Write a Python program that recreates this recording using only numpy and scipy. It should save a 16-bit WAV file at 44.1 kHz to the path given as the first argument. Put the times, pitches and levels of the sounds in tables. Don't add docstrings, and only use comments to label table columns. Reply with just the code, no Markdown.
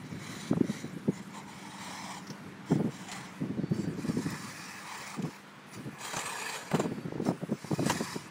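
import sys
import numpy as np
from scipy import signal
from scipy.fft import rfft, irfft, next_fast_len
from scipy.io import wavfile
from scipy.ndimage import uniform_filter1d, map_coordinates

SR = 44100
rng = np.random.default_rng(int(sys.argv[2]) if len(sys.argv) > 2 else 0)


def master_out(mix):
    frames = np.transpose(np.atleast_2d(mix))
    ceiling = np.clip(frames, -1, 1)
    pcm = np.round(ceiling * 32767).astype(np.int16)
    wavfile.write(sys.argv[1], SR, pcm)


N = 366030

# (frequency [Hz], spectral level [dB])
GEAR_SPECTRUM = [(300, -40), (420, -5), (600, -12), (1500, -12), (2600, -16), (3200, -21), (8500, -22),
                 (11000, -23), (15500, -36)]
SPLIT_HZ = 2840


def drivetrain():
    # (time [s], frequency [Hz], level relative to the rasp [dB])
    high_whine = [(0, 14900, -19), (3.2, 15400, -18), (4.2, 15000, -16), (5, 15350, -14),
                  (5.75, 15100, -10), (6.5, 14900, -22), (7.27, 15550, -10), (7.5, 15000, -13),
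                  (7.9, 14550, -16), (8.3, 14600, -22)]
    slack_db, loaded_db = -62, -54
    rasp_level, growl_level = throttle()
    hard_strike = rng.random(N) < .05
    teeth = np.where(hard_strike, amp(3.6 * rng.standard_normal(N)), 1)
    shake_db = 0.52 * wobble(35) + 1.13 * wobble(90)
    grind = teeth * patchy(depth_db=3)
    growl, ringing = chassis(grind)
    load = np.clip(np.log(rasp_level / amp(slack_db) + 1e-9) / np.log(amp(loaded_db - slack_db)), 0, 1)
    hiss = unit(filtered(grind, lambda hz: along(GEAR_SPECTRUM, hz) * (hz >= SPLIT_HZ)))
    rasp = load * ringing + (1 - load) * hiss
    whine_hz, whine_db = curves(high_whine)
    whine = unit(wobble(900) * amp(1.3 * wobble(25))) * tone(whine_hz)
    whine *= amp(whine_db + 1.6 * wobble(12))
    return amp(shake_db) * (rasp_level * (rasp + whine) + growl_level * growl)


def throttle():
    # (on [s], off [s], first rasp level [dB], level at lift-off [dB], growl relative to rasp [dB])
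    squeezes = [(0, 0.205, -57, -56, -1.5), (0.194, 0.476, -46.5, -49, 0), (0.641, 0.787, -49, -46.5, -1),
                (1.093, 1.197, -54, -54, 2), (1.292, 1.394, -53, -52.5, 5), (1.444, 1.793, -52.5, -54, 4),
                (1.75, 2.17, -48, -48.5, 4.5), (2.659, 2.746, -50.5, -51, 2), (2.88, 3.042, -51, -53, 0.5),
                (3.07, 3.26, -45.5, -52.5, 6), (3.695, 3.977, -53.5, -59, 0), (3.942, 4.25, -53.5, -48, 1),
                (4.198, 4.843, -48, -50, 3.5), (4.822, 5.145, -46.5, -48.5, 5.5), (5.2, 5.362, -54, -56, 4),
                (5.668, 5.742, -56, -51.5, 2.5), (5.863, 5.982, -61, -58, 9), (5.986, 6.558, -43, -41, 3),
                (6.67, 6.839, -50, -52, 5.5), (7.214, 7.276, -50, -48.5, 0.5),
                (7.372, 7.825, -59.5, -47.5, -1), (7.825, 8.14, -40, -44.5, 0), (8.203, 8.3, -58, -62, 8)]
    spin_up_s, spin_up_db = 0.056, 8.5
    lift_db_per_s, coast_db, coast_db_per_s = 150, -5.5, 43
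    roll_db = -60.5
    t = np.arange(0, N + 64, 64) / SR
    on, off, first_db, last_db, growl_db = np.transpose(squeezes)[..., None]
    held = np.clip((t - on - spin_up_s) / np.maximum(off - on - spin_up_s, .01), 0, 1)
    bite_db = spin_up_db * np.clip(1 - (t - on) / spin_up_s, 0, 1) * (on > 0)
    after = np.maximum(t - off, 0)
    fade_db = np.maximum(-lift_db_per_s * after, coast_db - coast_db_per_s * after)
    rasp = (t >= on) * amp(first_db + held * (last_db - first_db) - bite_db + fade_db)
    growl = np.maximum((rasp * amp(growl_db)).max(axis=0), amp(roll_db))
    return [np.interp(np.arange(N) / SR, t, level) for level in (rasp.max(axis=0), growl)]


def chassis(force):
    # (frequency [Hz], bandwidth [Hz], level from nose [dB], flank [dB], quarter [dB], tail [dB])
    modes = [(430, 90, -25, -25, -25, -6.5), (931, 327, -3.5, 11, 4.5, -1), (1162, 410, -2, -2, 4, -8),
             (1714, 164, 0.5, -1, 5, -2.5), (1948, 315, 2.5, 6, 4.5, -10), (2264, 330, 2.5, 3.5, 0.5, -10),
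             (2483, 250, -14, -16, 2, -5), (3160, 760, -10, -7.5, -26, -13.5),
             (3970, 440, -3.5, -6.5, -12.5, -9.5), (4700, 570, -11.5, -13, -10, -12),
             (5300, 340, -12, -7.5, -9.5, -32), (5980, 990, -8.5, -10, -12.5, -15),
             (6930, 290, -7, -7, -11, -7), (7440, 190, -12, -8.5, -18, -15),
             (7580, 350, -11.5, -11, -12, -11.5), (8230, 360, -20, -11, -17.5, -10),
             (9340, 1400, -14.5, -17, -17.5, -24)]
    # (time [s], side facing the listener [0 nose, 1 flank, 2 quarter, 3 tail])
    headings = [(0, 0), (.95, 0), (1.1, 1), (3.3, 1), (3.8, 2), (4.8, 2), (4.9, 1.4), (5.8, 2), (5.95, 3),
                (7.0, 3), (7.2, 2)]
    heading, = curves(headings)
    low, high = np.zeros(N), np.zeros(N)
    for side in range(4):
        def response(hz):
            power = sum(amp(2 * db[side]) / (1 + (2 * (hz - centre) / width) ** 2) ** 2
                        for centre, width, *db in modes)
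            return np.sqrt(power + along(GEAR_SPECTRUM, hz) ** 2) * [hz < SPLIT_HZ, hz >= SPLIT_HZ]
        share = np.clip(1 - np.abs(heading - side), 0, 1)
        body = filtered(force, response)
        low += share * unit(body[0])
        high += share * unit(body[1])
    weave_m = .06
    heard = np.arange(N) + weave_m / 343 * SR * wobble(6)
    return [map_coordinates(band, [heard], mode='mirror') for band in (low, high)]


def squeals():
    # (time [s], duration [s], start frequency [Hz], end frequency [Hz], level [dB])
    blips = [(1.104, 0.1, 6550, 7400, -53), (1.32, 0.066, 6700, 7900, -56), (1.87, 0.28, 5330, 5000, -53.5),
             (3.716, 0.064, 5400, 7200, -61), (3.759, .11, 7340, 7600, -56),
             (4.194, 0.124, 1800, 1687, -48), (4.655, 0.056, 2800, 2400, -50), (5.68, .11, 9900, 9800, -56),
             (6.304, 0.1, 1800, 1600, -40)]
    out = np.zeros(N + SR)
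    fuzz = unit(wobble(600))
    flutter = .018 / 7000 * wobble(200)
    for s, length, start_hz, end_hz, db in blips:
        at, n = round(s * SR), round(length * SR)
        hz = np.linspace(start_hz, end_hz, n)
        glide = tone(hz * (1 + hz * flutter[at:at + n]))
        out[at:at + n] += amp(db) * np.sqrt(np.hanning(n)) * glide
    return out[:N] * (.8 + .6 * fuzz)


def clatter():
    # (time [s], level [dB], relative thud level [dB], 60 dB decay time [s], ring frequency [Hz])
    blows = [(3.0833, -32.5, -17, 0.048, 7200), (3.115, -24, -18, 0.045, 4120),
             (3.1234, -29, -5, 0.058, 4080), (5.223, -32, -11, 0.038, 2600), (6.047, -28, -11, 0.052, 8220),
             (6.132, -27.5, 1.5, 0.066, 7000), (6.164, -24.5, -0.5, 0.088, 6200),
             (6.19, -21, -6, 0.045, 6950), (6.2544, -26.5, -11.5, 0.082, 8200),
             (6.713, -27.5, 11, 0.029, 2940), (6.744, -28.5, 3.5, 0.11, 2860),
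             (6.794, -28, -1.5, 0.1, 7200), (7.2504, -35.5, -10, 0.076, 5800), (7.857, -30, -6, 0.21, 8100),
             (7.896, -16.5, 2, 0.066, 2970), (7.9187, -21, -18, 0.031, 6500)]
    # (frequency [Hz], spectral level [dB])
    rattle_spectrum = [(1800, 8), (2600, 15), (4000, 7), (8000, 6), (12000, -35)]
    thud_spectrum = [(200, 4), (380, 2), (1000, 6), (2000, -2), (3200, -26)]
    rattle_db, body_db, ring_db = -11.5, -10.5, -8
    s, db, thud_db, t60, ring_hz = np.transpose(blows)
    fall = t60 / np.log(1000)
    rattle = amp(rattle_db) * coloured(rng.standard_normal(N), rattle_spectrum)
    body = amp(body_db) * chassis(rng.standard_normal(N))[1]
    latest_blow = np.maximum(np.searchsorted(s, np.arange(N) / SR) - 1, 0)
    ring = amp(ring_db) * unit(wobble(500)) * tone(ring_hz[latest_blow])
    thud = bursts(s, db + thud_db, 0.0043, fall) * coloured(rng.standard_normal(N), thud_spectrum)
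    return bursts(s, db, 0.0017, fall) * (rattle + body + ring) + thud


def ticks():
    # (time [s], level [dB])
    pebbles = [(4.303, -39), (4.977, -45.5)]
    loose_part = [(2.2693, -42), (2.301, -39.5)]
    rise_s, fall_s = 0.00064, 0.01
    clicks = bursts(*np.transpose(pebbles), rise_s, fall_s / 2) * rng.standard_normal(N)
    thin = coloured(rng.standard_normal(N), [(3500, -16), (5400, -5), (6300, -11), (8000, -30)])
    return clicks + bursts(*np.transpose(loose_part), rise_s, fall_s) * thin


def gusts():
    # (time [s], level [dB], width [s])
    puffs = [(0.515, -21.5, 0.0063), (0.533, -22, 0.0095), (0.573, -23, 0.015), (0.613, -16.5, 0.0075),
             (0.646, -28, 0.017), (.697, -29.5, 0.018), (.77, -38, 0.0058), (0.852, -30, 0.017),
             (0.97, -33.5, 0.013), (1.09, -22.5, 0.017), (2.309, -35, 0.02), (2.726, -20.5, 0.028),
             (2.765, -26.5, 0.018), (2.81, -26, 0.032), (2.85, -24.5, 0.0099), (2.874, -26, 0.029),
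             (3.421, -31.5, 0.025), (3.442, -30.5, 0.037), (3.511, -29.5, 0.019), (3.577, -30.5, 0.0085),
             (3.596, -25.5, 0.017), (3.641, -26, .01), (3.722, -25.5, 0.019), (3.762, -31.5, .01),
             (3.802, -30, 0.031), (3.85, -27.5, 0.01), (3.882, -28.5, 0.015), (3.991, -31.5, 0.013),
             (4.056, -29.5, 0.017), (4.08, -32.5, 0.0048), (4.1, -25.5, 0.02), (4.174, -23, 0.0082),
             (4.198, -29, 0.021), (4.268, -27, 0.02), (5.198, -33, 0.035), (5.257, -31.5, 0.04),
             (5.798, -38.5, 0.06), (5.873, -32.5, 0.025), (6.749, -24, 0.023), (6.803, -27.5, 0.026),
             (6.862, -33.5, 0.064), (6.922, -27.5, 0.013), (6.984, -30, 0.013), (7.061, -30.5, 0.014),
             (7.085, -33, 0.0058), (7.124, -26, 0.0051), (7.144, -31, .006), (7.16, -26.5, 0.0099),
             (7.183, -31, .006), (7.204, -26, 0.0093), (7.224, -27.5, 0.012), (7.277, -29.5, 0.037),
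             (7.291, -18.5, 0.0082), (7.315, -30, 0.043), (7.418, -33, .006), (7.438, -27.5, 0.016),
             (7.498, -33.5, 0.015), (7.528, -28.5, 0.028), (7.649, -31.5, 0.0072), (7.716, -22.5, 0.01),
             (7.736, -23, 0.011), (7.798, -23, 0.018), (7.832, -27.5, 0.02), (7.869, -23, 0.017),
             (7.96, -38.5, 0.03), (8.013, -29.5, 0.023), (8.164, -31.5, 0.012)]
    # (time [s], edge relative to the puff [dB])
    crispness = [(.51, -18.5), (.535, -0.5), (.62, -22), (1.1, -20), (2.72, -5.5), (3.4, -41), (5.25, -7),
                 (5.9, -32), (6.72, 0.5), (6.95, -4), (7.13, -14.5), (7.29, 1.5), (7.45, -6.5),
                 (7.74, -4.5), (7.83, -7.5), (8.02, 0.5),]
    # (frequency [Hz], spectral level [dB])
    eddy_spectrum = [(30, -40), (70, -19.5), (162, 4), (211, 0.5), (353, -7.5), (590, -21), (700, -29.5),
                     (910, -29.5), (1540, -120)]
    edge_spectrum = [(200, -11.5), (450, 4.5), (900, -6), (1600, -19), (3000, -54)]
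    s, db, width = np.transpose(puffs)
    eddy = coloured(rng.standard_normal(N), eddy_spectrum)
    envelope = np.abs(signal.hilbert(eddy, next_fast_len(N))[:N])
    eddy = unit(eddy / envelope ** 0.28)
    edge = coloured(rng.standard_normal(N) * amp(3 * wobble(150)), edge_spectrum)
    crisp_db, = curves(crispness)
    thin = coloured(eddy, [(110, -11), (280, 0)])
    share = np.clip(amp(crisp_db), 0, 1) ** .5
    bodies = swells(s, db, width) * ((1 - share) * eddy + share * thin)
    edges = swells(s - 0.13 * width, db, 0.37 * width) * amp(crisp_db) * edge
    return (bodies + edges) * amp(1.5 * wobble(70))


def breeze():
    # (time [s], level [dB])
    strength = [(0, -44.5), (1.1, -46), (1.3, -49.5), (2.2, -51), (2.8, -46.5), (3.3, -52.5), (3.5, -42),
                (4.2, -36.5), (4.6, -52), (5.5, -60), (5.85, -52), (6.68, -54), (6.9, -44), (7.33, -41),
                (7.39, -55), (7.68, -53.5), (7.85, -36.5), (8.3, -51)]
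    # (frequency [Hz], spectral level [dB])
    air_spectrum = [(30, -53), (70, -12.5), (150, 1.5), (250, -2), (400, -12), (700, -27.5), (1300, -120)]
    db, = curves(strength)
    return amp(db + 1.5 * wobble(16) + 2.2 * wobble(45)) * coloured(rng.standard_normal(N), air_spectrum)


def thin_whistle():
    # (time [s], frequency [Hz], level [dB])
    glide = [(3.53, 4220, -89), (3.62, 4470, -65.5), (3.87, 4660, -60), (3.97, 4690, -86),
             (6.78, 4620, -88), (6.86, 4580, -64), (7.2, 4480, -77)]
    hz, db = curves(glide)
    t = np.arange(N) / SR
    sounding = (t > glide[0][0]) & (t < glide[-1][0])
    return sounding * np.sqrt(2) * amp(db + 2.2 * wobble(46)) * tone(hz)


def traffic():
    # (time [s], level [dB])
    engine_levels = [(.6, -54), (1.2, -50), (3.3, -49.5), (5.7, -55), (6.2, -64)]
    # (multiple of the cycle rate, relative level [dB], fade once idling [dB/s])
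    orders = [(11, 0, 9), (12, -1, -0.5), (18, -7, 2.5)]
    # (frequency [Hz], spectral level [dB])
    hush_spectrum = [(180, -24), (300, -4), (581, -6.5), (1120, -4.5), (1510, -4.5), (7140, -24.5),
                     (15500, -42.5)]
    engine_hz, idles_at_s, hush_db = 16.6, 3.95, -52
    engine_db, = curves(engine_levels)
    cycle_hz = engine_hz * (1 + 0.0037 * wobble(3.01))
    idle_s = np.maximum(np.arange(N) / SR - idles_at_s, 0)
    engine = sum(amp(level - fade * idle_s + 1.6 * wobble(5)) * tone(order * cycle_hz)
                 for order, level, fade in orders)
    hush = amp(hush_db + .9 * wobble(2.5)) * coloured(patchy(depth_db=-1.5), hush_spectrum)
    return hush + amp(engine_db) * engine


def amp(db):
    return 10 ** (np.asarray(db) / 20)


def unit(x):
    return x / np.sqrt(np.mean(x ** 2) + 1e-20)


def tone(hz):
    return np.sin(2 * np.pi * np.cumsum(hz) / SR)


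def curves(rows):
    s, *cols = np.transpose(rows)
    return [np.interp(np.arange(N) / SR, s, c) for c in cols]


def filtered(x, response):
    m = next_fast_len(N + 8192)
    return irfft(rfft(x, m) * response(np.fft.rfftfreq(m, 1 / SR)), m)[..., :N]


def along(points, hz):
    f, db = np.transpose(points)
    return amp(np.interp(np.log(hz + 1), np.log(f + 1), db))


def coloured(x, spectrum):
    return unit(filtered(x, lambda hz: along(spectrum, hz)))


def wobble(rate):
    return map_coordinates(rng.standard_normal(int(N * rate / SR) + 4), [np.arange(N) * rate / SR])


def patchy(depth_db):
    spectra = signal.stft(rng.standard_normal(N + 512), nperseg=512)[2]
    field = uniform_filter1d(rng.standard_normal(spectra.shape), size=2, axis=0)
    streaks = uniform_filter1d(field, size=14, axis=1)
    return signal.istft(spectra * amp(depth_db * unit(streaks)), nperseg=512)[1][:N]


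def bursts(s, db, rise, fall):
    power, t = np.zeros(N + SR), np.arange(SR // 4) / SR
    attack = (1 - np.exp(-t / rise)) ** 2
    for start, level, decay in np.broadcast(s, db, fall):
        power[round(start * SR):][:len(t)] += amp(2 * level) * attack * np.exp(-2 * t / max(decay, .001))
    return np.sqrt(power[:N])


def swells(s, db, width):
    power, t = np.zeros(N + SR), np.arange(-SR // 10, SR // 10) / SR
    for centre, level, span in zip(s, db, np.maximum(width, .003)):
        late = t + 0.2 * span
        spread = np.where(late < 0, .35, .65) * span
        power[round(centre * SR):][:len(t)] += amp(2 * level) * np.exp(-(late / spread) ** 2)
    return np.sqrt(power[SR // 10:][:N])


def scene():
    buggy = drivetrain() + squeals() + clatter() + ticks()
    return (buggy + gusts() + breeze() + thin_whistle() + traffic())[None]


def record(dry):
    # (frequency [Hz], gain [dB])
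    bass_rolloff = [(30, -17), (110, -1.5)]
    top_hz = 15800
    return filtered(dry, lambda hz: along(bass_rolloff, hz) * (hz < top_hz))


dry = scene()
out = record(dry)
master_out(out)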